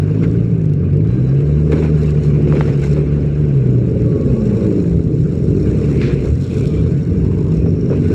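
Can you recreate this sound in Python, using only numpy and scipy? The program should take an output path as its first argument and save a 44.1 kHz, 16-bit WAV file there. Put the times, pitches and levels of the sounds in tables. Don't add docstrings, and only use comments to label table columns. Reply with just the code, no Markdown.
import sys
import numpy as np
from scipy import signal
from scipy.fft import rfft, irfft
from scipy.io import wavfile
from scipy.ndimage import uniform_filter1d, minimum_filter1d

SR = 44100
rng = np.random.default_rng(int(sys.argv[2]) if len(sys.argv) > 2 else 0)


def dump_mix(stems):
    frames = np.atleast_2d(stems).T
    limited = np.clip(frames, -1, 1)
    pcm = np.round(limited * 32767).astype(np.int16)
    wavfile.write(sys.argv[1], SR, pcm)


N = 358974
TIME = np.arange(N) / SR


def gain_of(db):
    return 10 ** (np.asarray(db) / 20)


def unit_rms(x):
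    return x / np.sqrt(np.mean(x ** 2) + 1e-20)


def curves(rows):
    times, *columns = np.transpose(rows)
    return [np.interp(TIME, times, column) for column in columns]


def add(mix, start_s, sound):
    part = mix[max(round(start_s * SR), 0):][:len(sound)]
    part += sound[:len(part)]


def wander(cutoff_hz):
    rolloff = 1 + (np.fft.rfftfreq(N, 1 / SR) / cutoff_hz) ** 4
    return unit_rms(irfft(rfft(rng.standard_normal(N)) / rolloff, N))


def colour(x, spectrum, size=8192):
    hz, db = np.transpose(spectrum)
    bin_hz = abs(np.fft.fftfreq(size, 1 / SR)) + 1
    log_gain = np.log(gain_of(np.interp(np.log(bin_hz), np.log(hz), db)))
    response = np.exp(np.conj(signal.hilbert(log_gain)))
    taps = np.fft.ifft(response).real[:size // 2] * np.hanning(size)[size // 2:]
    return signal.oaconvolve(x, taps / np.linalg.norm(taps))[:len(x)]


def grains(per_s, spread_db):
    sizes = gain_of(spread_db * np.minimum(rng.exponential(1, N), 4))
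    return unit_rms(sizes * rng.choice([-1, 1], N) * (rng.random(N) < per_s / SR))


def engine_cycles(hz, wobble=.004):
    return np.cumsum(hz * (1 + wobble * wander(20))) / SR


def order(cycles, multiple, db, flutter):
    tone = np.sqrt(2) * gain_of(db) * np.cos(2 * np.pi * multiple * cycles)
    return tone * (1 + flutter * wander(30))


def firing_pulses(cycles, depth):
    return unit_rms(abs(1 - depth) + 3 * depth * np.exp(-(2 * cycles % 1) / 0.4))


def flexing(x, depth_db=2.4):
    _, _, spectra = signal.stft(x, nperseg=512, noverlap=384)
    patches = uniform_filter1d(rng.standard_normal(spectra.shape), size=3, axis=0)
    patches = unit_rms(uniform_filter1d(patches, size=9, axis=1))
    gain = unit_rms(gain_of(depth_db * patches))
    return signal.istft(spectra * gain, nperseg=512, noverlap=384)[1][:N]


def distant_cars(gain_db):
    # time_s, level_db
    swell = [(0, -24), (.95, -19.5), (2.1, -25), (3.4, -22.5), (3.95, -16), (4.8, -21), (5.55, -18),
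             (6.15, -21.5), (7.3, -18), (7.8, -22), (8.14, -19)]
    # frequency_hz, density_db
    spectrum = [(15, -30.5), (36, -19.5), (50, -1.5), (65, 1), (100, 0), (135, 6.5), (175, 4), (230, -8.5),
                (400, -44.5), (2000, -87.5)]
    level_db, = curves(swell)
    return gain_of(level_db + gain_db) * unit_rms(colour(rng.standard_normal(N), spectrum))


def rival_v8(run, pipe_order, firing_gain_db, pipe_gain_db, overtone_db, half_order_db):
    hz, firing_db, pipe_db = curves(run)
    cycles = engine_cycles(hz)
    sound = order(cycles, 1, firing_db + firing_gain_db, flutter=.17)
    sound += order(cycles, pipe_order, pipe_db + pipe_gain_db, flutter=.17)
    for k in np.arange(3, 10) / 2:
        if k != pipe_order:
            db = (firing_db + pipe_db) / 2 + (half_order_db if k % 1 else overtone_db)
            sound += order(cycles, k, db, flutter=.34) / (1 + (k * hz / 470) ** 10)
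    start_s, end_s = run[0][0], run[-1][0] + 0.035
    fade = np.clip(np.minimum(TIME - start_s, end_s - TIME) / 0.05, 0, 1)
    return sound * fade


def nearby_cars():
    # time_s, firing_hz, firing_db, pipe_order_db
    shoving = [(1.45, 104.1, -31, -40), (2.15, 105, -27, -21.5), (2.6, 104.9, -25, -19),
               (3, 103.2, -36.5, -31), (3.55, 100.4, -29, -28)]
    reversing = [(4.23, 248, -25.5, -25), (4.45, 208.8, -15.5, -32), (4.7, 186.1, -20.5, -28.5),
                 (4.85, 172.4, -18, -29.5), (5.4, 141.2, -19, -37), (5.72, 157.6, -24.5, -25.5),
                 (5.9, 144, -18.5, -27.5), (6.42, 133.7, -27.5, -30), (6.75, 152.2, -17, -30.5),
                 (7.1, 170, -27, -41), (7.55, 159.1, -19, -32), (7.9, 171.4, -19, -41)]
    circling = [(3.9, 149.3, -27, -33), (4.17, 136.8, -20, -20), (4.44, 129.4, -13, -38),
                (4.53, 112.6, -13.5, -33.5), (4.7, 104.3, -19, -14), (4.94, 90.5, -23, -27.5),
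                (5.38, 85, -32, -37.5), (5.5, 93.5, -15, -19), (5.67, 103.4, -18, -21.5),
                (5.92, 110.2, -22, -25.5), (6.15, 120.5, -21, -22)]
    pushing = [(7.05, 95.5, -21, -29), (7.55, 95.5, -21, -27), (7.85, 95, -27, -24), (8.14, 95, -18, -22)]
    return (
        rival_v8(shoving, 1.5, firing_gain_db=0, pipe_gain_db=-.5, overtone_db=-16, half_order_db=-16)
        + rival_v8(reversing, 2, firing_gain_db=-.5, pipe_gain_db=-2, overtone_db=-15.5,
                   half_order_db=-10.5)
        + rival_v8(circling, 3, firing_gain_db=-5, pipe_gain_db=-4, overtone_db=-6, half_order_db=-12)
        + rival_v8(pushing, 2.5, firing_gain_db=.5, pipe_gain_db=-2, overtone_db=-6, half_order_db=-7))


def grit_and_chinks(grit_gain_db, chink_hz):
    # start_s, peak_db
    grit = [(.113, -40), (.616, -42), (.656, -42), (0.697, -42), (.736, -38), (0.932, -37), (0.972, -39),
            (1.074, -39), (1.477, -44), (2.776, -38), (6.657, -26), (6.672, -31)]
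    # start_s, peak_db
    chinks = [(4.4089, -42), (7.5702, -40), (7.7054, -40), (7.7585, -52), (7.8105, -38), (7.8294, -45),
              (7.859, -39), (7.894, -40), (7.9105, -39)]
    out, t = np.zeros(N), TIME[:SR // 20]
    tick_band = signal.butter(2, [2000, 7000], "band", fs=SR, output="sos")
    for start_s, db in grit:
        tick = signal.sosfilt(tick_band, rng.standard_normal(len(t)) * np.exp(-t / .0008))
        add(out, start_s, gain_of(db + grit_gain_db) * tick / abs(tick).max())
    for start_s, db in chinks:
        ring = np.sin(2 * np.pi * chink_hz * rng.uniform(1.0, 1.02) * t)
        noise = .2 * signal.sosfilt(tick_band, rng.standard_normal(len(t)))
        add(out, start_s, gain_of(db) * (ring + noise) * np.exp(-t / 0.0025))
    return out


def squeals_and_scrapes(gain_db):
    # start_s, end_s, start_hz, end_hz, width_hz, level_db
    glides = [(0.995, 1.71, 1587, 1630, 60, -56.5), (1.041, 1.357, 3940, 3970, 90, -62),
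              (3.499, 5.004, 537.6, 529.6, 37, -36.5), (3.95, 4.798, 1135, 1092, 53, -51.5),
              (4.2, 4.8, 850, 892.7, 36, -52.5), (5.652, 6.382, 2275, 2435, 767, -47.5),
              (5.995, 6.114, 4313, 4400, 2200, -46), (6.478, 6.681, 2460, 2380, 400, -47),
              (6.354, 6.955, 3567, 3388, 1210, -53.5), (6.62, 6.917, 1300, 1041, 35, -55.5),
              (6.686, 6.835, 2340, 2350, 65, -51), (6.9, 7.133, 1500, 1497, 25, -59),
              (7.15, 7.618, 930.5, 944.4, 250, -50.5), (7.499, 8.05, 5500, 5507, 400.2, -60.5),
              (8.022, 8.19, 1470, 1554, 70, -46)]
    out = np.zeros(N)
    for start_s, end_s, start_hz, end_hz, width_hz, db in glides:
        size = max(round((end_s - start_s) * SR), 2)
        lowpass = signal.butter(2, width_hz / 2, fs=SR, output="sos")
        fuzz = signal.sosfilt(lowpass, rng.standard_normal((2, size)))
        phase = 2 * np.pi * np.cumsum(np.linspace(start_hz, end_hz, size)) / SR
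        band = unit_rms(fuzz[0] * np.cos(phase) + fuzz[1] * np.sin(phase))
        add(out, start_s, gain_of(db + gain_db) * band * signal.windows.tukey(size, .5))
    return out * gain_of(2 * wander(17))


def panels(cycles, scrape_gain_db, rattle_gain_db):
    # time_s, scrape_db, rattle_db
    bodywork = [(0, -44, -58.5), (.3, -43, -57), (.6, -47.5, -62), (.98, -47.5, -66), (1.08, -44.5, -60),
                (1.65, -43.5, -56.5), (2.3, -41.5, -57), (3.1, -42, -58), (3.9, -46, -58),
                (4.62, -42.5, -50.5), (5.08, -49.5, -56), (5.9, -41.5, -48), (6.38, -46, -54.5),
                (6.6, -44, -49), (7, -45.5, -55), (7.55, -45, -55), (7.78, -48, -59.5), (8.14, -38, -47)]
    # centre_s, length_s, scrape_db, rattle_db
    drags = [(0.239, 0.036, -35.5, -51), (1.728, 0.03, -39, -45), (1.817, 0.18, -37.5, -51),
             (2.02, 0.15, -44, -51), (2.106, 0.058, -46, -51), (2.25, 0.098, -44, -49.5),
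             (2.593, 0.21, -36.5, -49), (2.72, 0.15, -41, -52), (2.84, 0.1, -36.5, -46),
             (2.92, 0.17, -43, -50), (6.138, 0.044, -50, -58.5), (6.264, 0.084, -43, -47.5),
             (6.439, 0.14, -61, -50), (6.57, .09, -44, -46.5), (7.57, 0.062, -48, -51)]
    # frequency_hz, density_db
    scrape_spectrum = [(150, -53.5), (700, 2.5), (930, -5), (1150, 0.5), (1330, -1.5), (1520, 1.5),
                       (1800, -5.5), (2300, -2), (2750, -4.5), (3250, -16), (4000, -16.5), (5000, -21),
                       (9000, -34.5), (15000, -70)]
    rattle_spectrum = [(1500, -36), (3200, -7), (4050, 3), (4850, -7.5), (5450, 4), (6150, -7.5), (6900, 0),
                       (7700, -3), (8600, -10.5), (10200, -14), (10900, -20.5), (12500, -18.5),
                       (15000, -41)]
    power = gain_of(curves(bodywork)) ** 2
    for centre_s, length_s, *levels_db in drags:
        swell = np.exp(-8 * ((TIME - centre_s) / length_s) ** 2)
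        power += gain_of(levels_db)[:, None] ** 2 * swell
    scrape_envelope, rattle_envelope = np.sqrt(power)
    slips = grains(per_s=6000, spread_db=1) * gain_of(0.98 * wander(30))
    slips *= firing_pulses(cycles, depth=0.13)
    taps = grains(per_s=7600, spread_db=3.5) * gain_of(2 * wander(100))
    taps *= firing_pulses(cycles, depth=0.26)
    scrape = scrape_envelope * gain_of(scrape_gain_db) * unit_rms(colour(slips, scrape_spectrum))
    rattle = rattle_envelope * gain_of(rattle_gain_db) * unit_rms(colour(taps, rattle_spectrum))
    return flexing(scrape + rattle)


def low_bursts(gain_db):
    # start_s, level_db, t60_s
    bursts = [(.228, -23, 0.08), (1.719, -18.5, .25), (2.525, -18, 0.19), (2.963, -16, 0.13),
              (4.045, -26, 0.13), (4.202, -33, 0.11), (4.569, -29, .1), (4.712, -20, .09),
              (6.24, -15, 0.13), (7.657, -14.5, 0.097), (7.899, -14.5, .22), (8.099, -18, .15)]
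    # centre_hz, width_hz, level_db
    modes = [(289, 66, -1.5), (405.5, 40, 0), (502, 68, -4), (1100, 400, -20.5)]
    out, t = np.zeros(N), TIME[:SR // 2]
    for start_s, db, t60_s in bursts:
        burst = rng.standard_normal(len(t)) * gain_of(-60 * t / t60_s)
        for hz, width_hz, mode_db in modes:
            band = signal.butter(2, [hz - width_hz / 2, hz + width_hz / 2], "band", fs=SR, output="sos")
            ring = np.sqrt(SR / 2 / width_hz) * signal.sosfilt(band, burst)
            add(out, start_s, gain_of(db + mode_db + gain_db) * ring)
    return out


def cracks(ring_cycles):
    # start_s, peak_db, pitch_hz
    snaps = [(2.5245, -13.5, 1200), (2.6097, -3, 1130), (6.016, -16, 2300)]
    out, t = np.zeros(N), TIME[:SR // 50]
    attack = 1 - np.exp(-(t / 0.00018) ** 2)
    for start_s, db, hz in snaps:
        swing = -np.sin(2 * np.pi * hz * t) * np.exp(-hz * t / ring_cycles) * attack
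        add(out, start_s, gain_of(db) * swing / abs(swing).max())
    return out


def crashes(gain_db):
    # start_s, level_db, t60_s, crumple_s, lowest_hz
    collisions = [(0.234, -25, .06, .008, 926), (1.718, -17.5, .085, 0.012, 605),
                  (1.77, -29, .1, 0.023, 410), (1.822, -24.5, 0.11, 0.044, 400),
                  (2.334, -32, .074, .03, 896), (2.472, -21.5, 0.039, 0.0018, 400),
                  (2.524, -22, .043, .002, 595), (2.553, -21, 0.087, 0.019, 600),
                  (2.608, -10, .034, 0.0024, 600), (2.677, -23.5, 0.11, .023, 500),
                  (2.963, -29.5, .085, .02, 402), (6.014, -16, 0.25, 0.05, 1380),
                  (6.095, -25, .13, 0.035, 1110), (7.659, -36, .06, .02, 800), (7.922, -26, .07, .015, 750)]
    # frequency_hz, density_db
    spectrum = [(100, -3), (400, 35.5), (700, 11.5), (1300, 4.5), (1850, -1), (2350, 5), (3200, -10),
                (4100, -9), (4900, -25), (5500, -16), (7500, -27), (10000, -45.5), (15000, -58)]
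    out, t = np.zeros(N), TIME[:SR // 2]
    snaps = grains(per_s=2900, spread_db=0)
    for start_s, db, t60_s, crumple_s, lowest_hz in collisions:
        envelope = gain_of(-60 * np.maximum(t - crumple_s, 0) / t60_s)
        rush = unit_rms(np.roll(snaps, -round(start_s * SR))[:len(t)]) * envelope
        small_panel = signal.butter(4, lowest_hz, "high", fs=SR, output="sos")
        crunch = signal.sosfilt(small_panel, colour(rush, spectrum))
        add(out, start_s, gain_of(db + gain_db) * crunch)
    return flexing(out)


def own_speed_and_load():
    # time_s, half_firing_hz, load_db
    drive = [(0, 48.5, 0), (.22, 54.3, 1), (.48, 58, .5), (.79, 46.4, 0), (.91, 45, 1), (1.18, 62.6, 1),
             (1.49, 73.5, 1), (1.8, 78, -1), (2.31, 72.2, 1), (2.58, 73.1, .5), (2.79, 69.7, -1),
             (2.95, 73.8, .5), (3.24, 72.2, -1.5), (3.44, 74.1, 0), (3.68, 62, 1.5), (4.03, 60.6, -1)]
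    # start_s, rise_s, top_half_firing_hz, coast_s, surge_db
    blips = [(4.84, .31, 59.98, 0.27, 8.5), (5.35, 0.43, 35.46, 0.47, -1), (6.17, .28, 46.66, .18, 9.5),
             (6.62, .37, 46.6, .22, 7.5), (7.44, .68, 81.92, .25, 7)]
    idle_hz, unloaded_db, run_down_s = 25.88, -6, .225
    lug_hz, lug_width_hz = 37.7, 7
    hz, load_db = curves(drive)
    in_gear = np.exp(-(np.maximum(TIME - drive[-1][0], 0) / run_down_s) ** 2)
    hz = idle_hz + (hz - idle_hz) * in_gear
    load_db = unloaded_db + (load_db - unloaded_db) * in_gear
    for start_s, rise_s, top_hz, coast_s, surge_db in blips:
        t = TIME - start_s
        rise = np.sin(np.pi / 2 * np.clip(t / rise_s, 0, 1)) ** 2
        coast = np.exp(-(np.maximum(t - rise_s, 0) / coast_s) ** 2)
        hz = np.maximum(hz, idle_hz + (top_hz - idle_hz) * rise * coast)
        throttle = uniform_filter1d((t > 0) * (t < rise_s) * 1., size=3000)
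        load_db += surge_db * throttle * np.exp(-((hz - lug_hz) / lug_width_hz) ** 2)
    return hz, load_db


def own_v8_and_bark(cycles, hz, load_db):
    # time_s, level_db
    exhaust = [(0, -26), (.22, -21.5), (.5, -26.5), (.95, -25), (1.45, -24.5), (1.8, -20), (2.1, -26.5),
               (2.52, -20.5), (2.8, -24), (3.95, -23), (4.68, -19.5), (5.2, -25), (5.52, -21),
               (6.22, -19.5), (6.36, -29.5), (6.6, -20), (6.95, -23.5), (8.14, -23)]
    # half_firing_hz, order_1_db, order_2_db, order_3_db
    boom = [(26.2, -47, -34, -31), (31.6, -48, -16.5, -24), (35.6, -42.5, -17, -22.5),
            (46.7, -40, -19.5, -16), (56.4, -34.5, -18, -17.5), (63, -28, -14.5, -28.5),
            (69, -29, -13.5, -35), (72.5, -22, -15.5, -27.5), (80.5, -17, -15.5, -21.5)]
    # multiple, level_db
    upper_orders = [(4, -16.5), (5, -10), (6, -13), (7, -16), (8, -16), (1.5, -19), (2.5, -18),
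                    (3.5, -26.5), (4.5, -18), (5.5, -18.5)]
    # frequency_hz, density_db
    bark_spectrum = [(100, -37), (170, -4), (230, 1), (300, -3), (380, 0.5), (450, 2), (490, -9.5),
                     (550, -13), (630, -18.5), (760, -31.5), (1100, -35.5), (2500, -70), (8000, -93)]
    pipe_hz, pipe_width_hz, pipe_lift_db = 275, 29, 6.4
    bark_db = curves(exhaust)[0] + 0.18 * load_db + 0.73 * wander(6)
    speeds_hz, *booms_db = np.transpose(boom)
    hum = sum(order(cycles, k, np.interp(hz, speeds_hz, db) + load_db, flutter=.04 * k)
              for k, db in enumerate(booms_db, 1))
    for k, db in upper_orders:
        pipe_db = pipe_lift_db / (1 + ((k * hz - pipe_hz) / pipe_width_hz) ** 2)
        hum += order(cycles, k, bark_db + db + pipe_db, flutter=.42) / (1 + (k * hz / 480) ** 10)
    firings = np.diff(np.floor(2 * cycles), prepend=0)
    pops = unit_rms(colour(firings * rng.uniform(-0.95, 1, N), bark_spectrum))
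    gas = unit_rms(colour(firing_pulses(cycles, depth=0.28) * rng.standard_normal(N), bark_spectrum))
    return hum + gain_of(bark_db) * unit_rms(gas + 0.44 * pops)


def scene():
    hz, load_db = own_speed_and_load()
    cycles = engine_cycles(hz)
    engines = own_v8_and_bark(cycles, hz, load_db) + distant_cars(gain_db=1) + nearby_cars()
    metal = panels(cycles, scrape_gain_db=-1.4, rattle_gain_db=-1.25) + squeals_and_scrapes(gain_db=0.5)
    bursts = crashes(gain_db=5) + cracks(ring_cycles=0.72) + low_bursts(gain_db=-1.5)
    return (engines + metal + bursts + grit_and_chinks(grit_gain_db=0.5, chink_hz=5440))[None]


def record(dry):
    ceiling, cutoff_hz = .79, 14800
    allowed_gain = np.minimum(1, ceiling / (abs(dry[0]) + 1e-9))
    gain = uniform_filter1d(minimum_filter1d(allowed_gain, size=200), size=200)
    lowpass = signal.firwin(511, cutoff_hz, window=("kaiser", 9), fs=SR)
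    return signal.oaconvolve(dry * gain, lowpass[None], "same")


dry = scene()
out = record(dry)
dump_mix(out)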